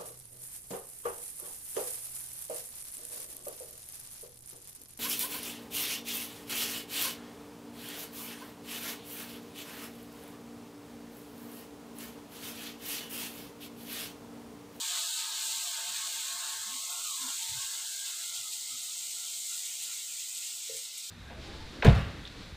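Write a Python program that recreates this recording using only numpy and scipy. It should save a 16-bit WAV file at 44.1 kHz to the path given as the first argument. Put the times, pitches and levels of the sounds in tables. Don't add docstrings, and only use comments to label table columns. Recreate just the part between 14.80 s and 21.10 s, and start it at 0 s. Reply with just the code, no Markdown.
import sys
import numpy as np
from scipy import signal
from scipy.fft import rfft, irfft
from scipy.io import wavfile
from scipy.ndimage import uniform_filter1d

SR = 44100
rng = np.random.default_rng(int(sys.argv[2]) if len(sys.argv) > 2 else 0)


def to_wav(sig):
    pcm = np.clip(np.atleast_2d(sig), -1, 1) * 32767
    pcm = np.round(pcm).astype(np.int16)
    wavfile.write(sys.argv[1], SR, pcm.T)


def decibels_to_gain(level_db):
    exponent = np.asarray(level_db, float) / 20
    return 10 ** exponent


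N = 277830
T = np.arange(N) / SR


def sizzle(surge_db=0.4, patchy_db=0.2, wet_patchy_db=0.7):
    # time_s, level_db, bright_db (tilt about 6 kHz)
    fry_curve = [(0, -34, -2.5), (.28, -34.5, -2), (.54, -36.5, -3.5), (.65, -33.5, -1), (1, -36, -2.5),
                 (1.4, -36, -2), (1.85, -37.5, -2), (2.3, -36.5, -1), (2.8, -36, -2), (3.4, -37.5, -2),
                 (4, -37.5, -2.5), (4.45, -37.5, -2), (4.75, -37, -1), (4.95, -37.5, -1.5),
                 (5.45, -38.5, -1.5), (6, -38, -3), (6.1, -40.5, -5), (6.3, -38.5, -4.5)]
    # pitch_hz, relative_db
    fizz_colour = [(880, -44.5), (1800, -17), (2150, -8), (2700, -5), (3700, -1.9), (4350, -2.4),
                   (4800, -5.5), (5200, -6), (5890, -6), (6690, -2), (7670, 0), (8700, -2.5), (9400, -15.5),
                   (10300, -11.5), (11600, -16), (13000, -11.5), (13800, -19), (15400, -11.5)]
    # time_s, relative_db
    low_fizz = [(0, -4.5), (1.3, -1.5), (2.2, -3), (4.2, -5), (5.2, 2), (6.3, -1.5)]
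    # top_s, change_db
    flares = [(.85, -1), (2.27, 0.5), (2.43, 2), (2.63, 1.5), (3.55, 2.5), (3.73, 3.5), (4.7, 1.5),
              (5.03, 1.5), (5.13, 3), (5.57, 1), (5.64, 2), (5.97, 2), (6.181, 3)]
    body_fade_db_per_s, body_top_hz = 0.8, [4500, 5100]
    flare_rise_s, flare_fall_s = 0.0087, 0.016
    time_s, level_db, bright_db = np.transpose(fry_curve)

    bursts = rng.exponential(1, N) * (rng.random(N) < 60 / SR)
    surge_decay = np.exp(-np.arange(SR // 5) / SR / 0.018)
    surge = signal.oaconvolve(bursts, surge_decay)[:N]
    fry = bubbles() * decibels_to_gain(surge_db * evened(surge - surge.mean()))
    hz, t, z = signal.stft(evened(colour(fry, fizz_colour)), SR, nperseg=1024, noverlap=896)

    chance = rng.standard_normal(z.T.shape)
    wide = evened(uniform_filter1d(uniform_filter1d(chance, 24, 0), 14, 1)).T
    narrow = evened(uniform_filter1d(uniform_filter1d(chance, 50, 0), 3, 1)).T
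    low = np.clip(np.log(3600 / (hz + 1)) / np.log(1.8), 0, 1)[:, None]

    tilt = np.where(hz > 6000, 1, -0.5)[:, None]
    bright = np.interp(t, time_s, bright_db - bright_db.mean()) * tilt
    body = np.interp(hz, body_top_hz, [1, 0])[:, None]
    bright -= body_fade_db_per_s * (t - T[-1] / 2) * body
    wet = low * (np.interp(t, *np.transpose(low_fizz)) + wet_patchy_db * narrow)
    z = z * decibels_to_gain(bright + wet + patchy_db * wide)
    fizz = signal.istft(z, SR, nperseg=1024, noverlap=896)[1]

    flare_db = np.zeros(N)
    for top_s, change_db in flares:
        decay = np.where(T < top_s, (T - top_s) / flare_rise_s, (top_s - T) / flare_fall_s)
        flare_db += change_db * np.exp(decay)
    return evened(fizz[:N]) * decibels_to_gain(np.interp(T, time_s, level_db) + flare_db)


def bubbles(pops_per_s=2500, spread_db=1.0, shared=0.47, count=7):
    def train():
        size = decibels_to_gain(spread_db * np.minimum(rng.exponential(1, N), 4))
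        size = size * rng.choice([-1., 1.], N)
        return kitchen(size * (rng.random(N) < pops_per_s / SR))

    log_hz = np.log(np.fft.rfftfreq(N, 1 / SR) + 1)
    place = np.interp(log_hz, np.log([1500, 15000]), [0, count - 1])
    own = 0
    for k in range(count):
        band = np.cos(np.pi / 2 * np.clip(place - k, -1, 1))
        own = own + rfft(train()) * band
    return irfft(own, N) + shared * train()


def kitchen(x, wet_db=-3, t60_s=0.11):
    t = np.arange(SR // 4) / SR
    fade = decibels_to_gain(-60 * t / t60_s) ** 2
    power = signal.oaconvolve(x ** 2, fade / fade.sum())[:N]
    return x + decibels_to_gain(wet_db) * np.sqrt(abs(power)) * rng.standard_normal(N)


def spits():
    # start_s, level_db, pitch_hz
    large_spits = [(0.8365, -25, 14900), (0.8919, -27, 15100), (1.2974, -32, 15200), (1.3493, -26, 15100),
                   (1.725, -24, 10060), (1.8163, -28, 9030), (2.1036, -25, 13200), (2.2428, -32, 14800),
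                   (4.017, -24, 10500), (5.0235, -23, 10700), (5.6466, -26, 8750), (5.9678, -21, 8950),
                   (6.1769, -25, 10600)]
    small_count, small_mean_db = 14, -38
    t, out = np.arange(SR // 20) / SR, np.zeros(N)
    when, size, pitch = rng.random((small_count, 3)).T
    small_db = small_mean_db + 6 * (size - 0.5)
    small = zip(when * T[-1], small_db, 9000 + 6000 * pitch)
    for start_s, level_db, hz in [*large_spits, *small]:
        click = np.sin(2 * np.pi * hz * t) * np.exp(-t / 0.00014)
        hiss = evened(resonate(rng.standard_normal(len(t)), hz, 4400)) * np.exp(-t / 0.022)
        add(out, start_s, decibels_to_gain(level_db) * (click + 0.087 * hiss))
    return signal.sosfilt(signal.butter(4, 5000, "high", fs=SR, output="sos"), out)


def hollow_tones(waver_db=0.7, waver_s=0.05, swell_edge_s=0.023):
    # pitch_hz, pole_width_hz, wet_level_db, dry_start_s, fade_db_per_s
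    hollow_modes = [(700, 55, -66, 1.6, 3), (906, 60, -58, 2.28, 12.5), (1088, 65, -57, 2.34, 12),
                    (1265, 90, -56.5, 2.02, 9), (1395, 150, -66, 2.6, 1.2), (1610, 480, -50, 1.8, 40),
                    (2090, 254, -60, 3.6, 2)]
    # start_s, length_s, level_db, tone_hz
    swells = [(.0, 0.063, -55, 906), (0.02, 0.036, -52, 1088), (0.102, 0.18, -57.5, 700),
              (0.112, 0.18, -55.5, 1265), (0.158, 0.029, -47.5, 1088), (0.393, 0.13, -57, 1265),
              (0.448, 0.33, -57.5, 906), (0.496, 0.35, -60, 1088), (0.503, 0.039, -62.5, 700),
              (0.815, 0.11, -58.5, 700), (0.847, 0.27, -57.5, 906), (0.85, 0.4, -58.5, 1088),
              (0.975, 0.14, -58, 700), (1.237, 0.025, -50, 1088), (1.275, 0.019, -51, 700),
              (1.42, 0.33, -53.5, 1088), (1.494, 0.18, -62, 700), (1.665, 0.12, -58, 906),
              (1.823, 0.42, -57, 1088), (2.093, 0.11, -59.5, 700), (2.414, 0.12, -59, 1088),
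              (2.416, 0.14, -55, 1400), (2.096, 0.19, -54.5, 1400), (2.366, 0.774, -55.5, 1610),
              (2.865, 0.16, -61, 1400), (2.605, 0.17, -56, 906), (2.774, 0.066, -53, 1088),
              (2.885, 0.18, -66.5, 906), (3.265, 0.17, -58.5, 1610), (3.223, .4, -62, 2090),
              (4.023, .11, -67, 1265), (3.253, 0.073, -67, 1088), (3.256, 0.37, -60.5, 1400),
              (3.638, 0.057, -58, 1265), (3.895, 0.07, -60.5, 1265), (4.36, 0.11, -63, 1400),
              (4.704, 0.07, -59.5, 1400), (5.072, 0.072, -59.5, 1400)]
    tones_hz, out = np.transpose(hollow_modes)[0], np.zeros(N)
    span = round(waver_s * SR)
    for k, (hz, width_hz, wet_db, dry_s, fade_db_per_s) in enumerate(hollow_modes):
        waver = evened(uniform_filter1d(uniform_filter1d(rng.standard_normal(N), span), span))
        level_db = wet_db - fade_db_per_s * np.maximum(T - dry_s, 0)
        power = decibels_to_gain(level_db + waver_db * waver) ** 2
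        for start_s, length_s, swell_db, swell_hz in swells:
            if np.argmin(abs(tones_hz - swell_hz)) == k:
                inside = np.minimum(T - start_s, start_s + length_s - T) / swell_edge_s + 0.5
                power = power + (decibels_to_gain(swell_db) * np.clip(inside, 0, 1)) ** 2
        ring = steadied(evened(resonate(rng.standard_normal(N), hz, width_hz)))
        out += ring * np.sqrt(power)
    return out


def glides(width_hz=105):
    # start_s, length_s, from_hz, to_hz, level_db
    slides = [(2.17, 0.4, 1370, 862, -53), (2.718, 0.28, 1520, 1640, -56), (3.113, 0.17, 1565, 1624, -55)]
    out = np.zeros(N)
    for start_s, length_s, from_hz, to_hz, level_db in slides:
        hz = np.geomspace(from_hz, to_hz, round(length_s * SR))
        ring = steadied(evened(resonate(rng.standard_normal(len(hz)), hz, width_hz)))
        add(out, start_s, ring * decibels_to_gain(level_db) * signal.windows.tukey(len(hz), 0.4))
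    return out


def vessel(cut_s=6.04, rattle_db=-2):
    # pitch_hz, relative_db, t60_s
    steel_modes = [(449, -6, 0.28), (454.6, 4, 0.25), (537, 3.5, 0.28), (640, -14, .12), (750, -19, 0.15)]
    # start_s, level_db
    blows = [(5.8882, -47), (5.939, -56)]
    t, out = np.arange(SR // 3) / SR, np.zeros(N)
    ring = np.zeros(len(t))
    for hz, mode_db, t60_s in steel_modes:
        ring += decibels_to_gain(mode_db - 60 * t / t60_s) * np.sin(2 * np.pi * hz * t)
    rattle = evened(resonate(rng.standard_normal(len(t)), 510, 180))
    ring += decibels_to_gain(rattle_db - 60 * t / 0.16) * rattle
    soft_rise = np.minimum(t / 0.011, 1) ** 2
    for start_s, level_db in blows:
        add(out, start_s, decibels_to_gain(level_db) * ring * soft_rise)
    return out * np.clip((cut_s - T) / 0.013, 0, 1)


def bumps():
    # middle_s, level_db, pitch_hz, width_hz (pole width / 1.5), length_s (window / 1.4)
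    dull_bumps = [(1.11, -72, 202, 50, .07), (1.547, -73, 221, 60, .08), (1.801, -73, 111, 40, .06),
                  (1.892, -66, 212, 30, 0.064), (1.937, -64, 259.5, 30, 0.11),
                  (2.452, -57, 263.7, 45, 0.12), (2.713, -59, 81, 40, .07), (2.752, -54, 116, 25, .1),
                  (2.846, -70, 65, 40, .06), (3.61, -73, 110, 30, .07), (3.94, -74, 106.5, 30, .09),
                  (3.948, -69.5, 256, 60, 0.085), (5.95, -74, 122, 80, .1)]
    out = np.zeros(N)
    for middle_s, level_db, hz, width_hz, length_s in dull_bumps:
        t = np.arange(round(1.4 * length_s * SR)) / SR
        settled = resonate(rng.standard_normal(SR // 2), hz, 1.5 * width_hz)[-len(t):]
        body = 1.6 * np.sin(2 * np.pi * hz * t) + 0.94 * evened(settled)
        add(out, middle_s - t[-1] / 2, decibels_to_gain(level_db) * body * np.hanning(len(t)))
    return out


def air(waver_db=1.0, wet_db=-59, drying_s=1.47, fade_db_per_s=3.5):
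    # pitch_hz, relative_db
    air_colour = [(15, -54), (30, -36), (43, -40), (62, -56), (107, -3.5), (160, -56), (214, -11),
                  (298, -4.5), (380, -5), (507, -3), (981, 5.5), (1300, -13.5), (1700, -21), (2800, -82)]
    level_db = wet_db - fade_db_per_s * np.maximum(T - drying_s, 0)
    waver = evened(uniform_filter1d(rng.standard_normal(N), 4000))
    return decibels_to_gain(level_db + waver_db * waver) * evened(colour(rng.standard_normal(N), air_colour))


def evened(x):
    return x / np.sqrt(np.mean(x ** 2) + 1e-20)


def colour(x, points):
    f, db = np.transpose(points)
    hz = np.fft.rfftfreq(len(x), 1 / SR)
    gain = decibels_to_gain(np.interp(np.log(hz + 1), np.log(f + 1), db))
    return irfft(rfft(x) * gain, len(x))


def resonate(x, hz, width_hz):
    turn = np.exp(2j * np.pi * np.cumsum(hz * np.ones(len(x))) / SR)
    r = np.exp(-np.pi * width_hz / SR)
    smooth = signal.lfilter([(1 - r) ** 2], [1, -2 * r, r * r], x / turn)
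    return 2 * (turn * smooth).real


def steadied(ring, share=0.49):
    power = uniform_filter1d(uniform_filter1d(ring ** 2, 500), 500)
    swing = np.sqrt(abs(power) + 0.02)
    return evened(ring / swing ** share)


def add(mix, start_s, sound):
    part = mix[round(start_s * SR):][:len(sound)]
    part += sound[:len(part)]


def suppress(x, over_db=-1.3, floor_db=-15, top_hz=2700):
    hz, _, z = signal.stft(x, SR, nperseg=1024, noverlap=768)
    power = uniform_filter1d(uniform_filter1d(abs(z) ** 2, 9, 1), 3, 0) + 1e-20
    lasting = np.exp(uniform_filter1d(uniform_filter1d(np.log(power), 170, 1), 9, 0))
    kept = np.sqrt(np.clip(1 - decibels_to_gain(2 * over_db) * lasting / power, decibels_to_gain(2 * floor_db), 1))
    inside = 1 / (1 + (hz / top_hz) ** 6)
    return signal.istft(z * kept ** inside[:, None], SR, nperseg=1024, noverlap=768)[1][:N]


def scene():
    mono = sizzle() + spits() + hollow_tones() + glides() + bumps() + vessel() + air()
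    return np.array([mono, mono])


def low_pass(x):
    return signal.sosfilt(signal.butter(12, 16810, fs=SR, output="sos"), x)


def record(dry, hiss_db=-59.5, edge_hz=15500):
    heard = suppress(dry[0]) + decibels_to_gain(hiss_db) * rng.standard_normal(N)
    low_cut = signal.butter(2, 60, "high", fs=SR, output="sos")
    edge = signal.firwin(1023, edge_hz, window=("kaiser", 10), fs=SR)
    heard = signal.oaconvolve(signal.sosfilt(low_cut, heard), edge, "same")
    return low_pass(np.array([heard, heard]))


dry = scene()
out = record(dry)
to_wav(out)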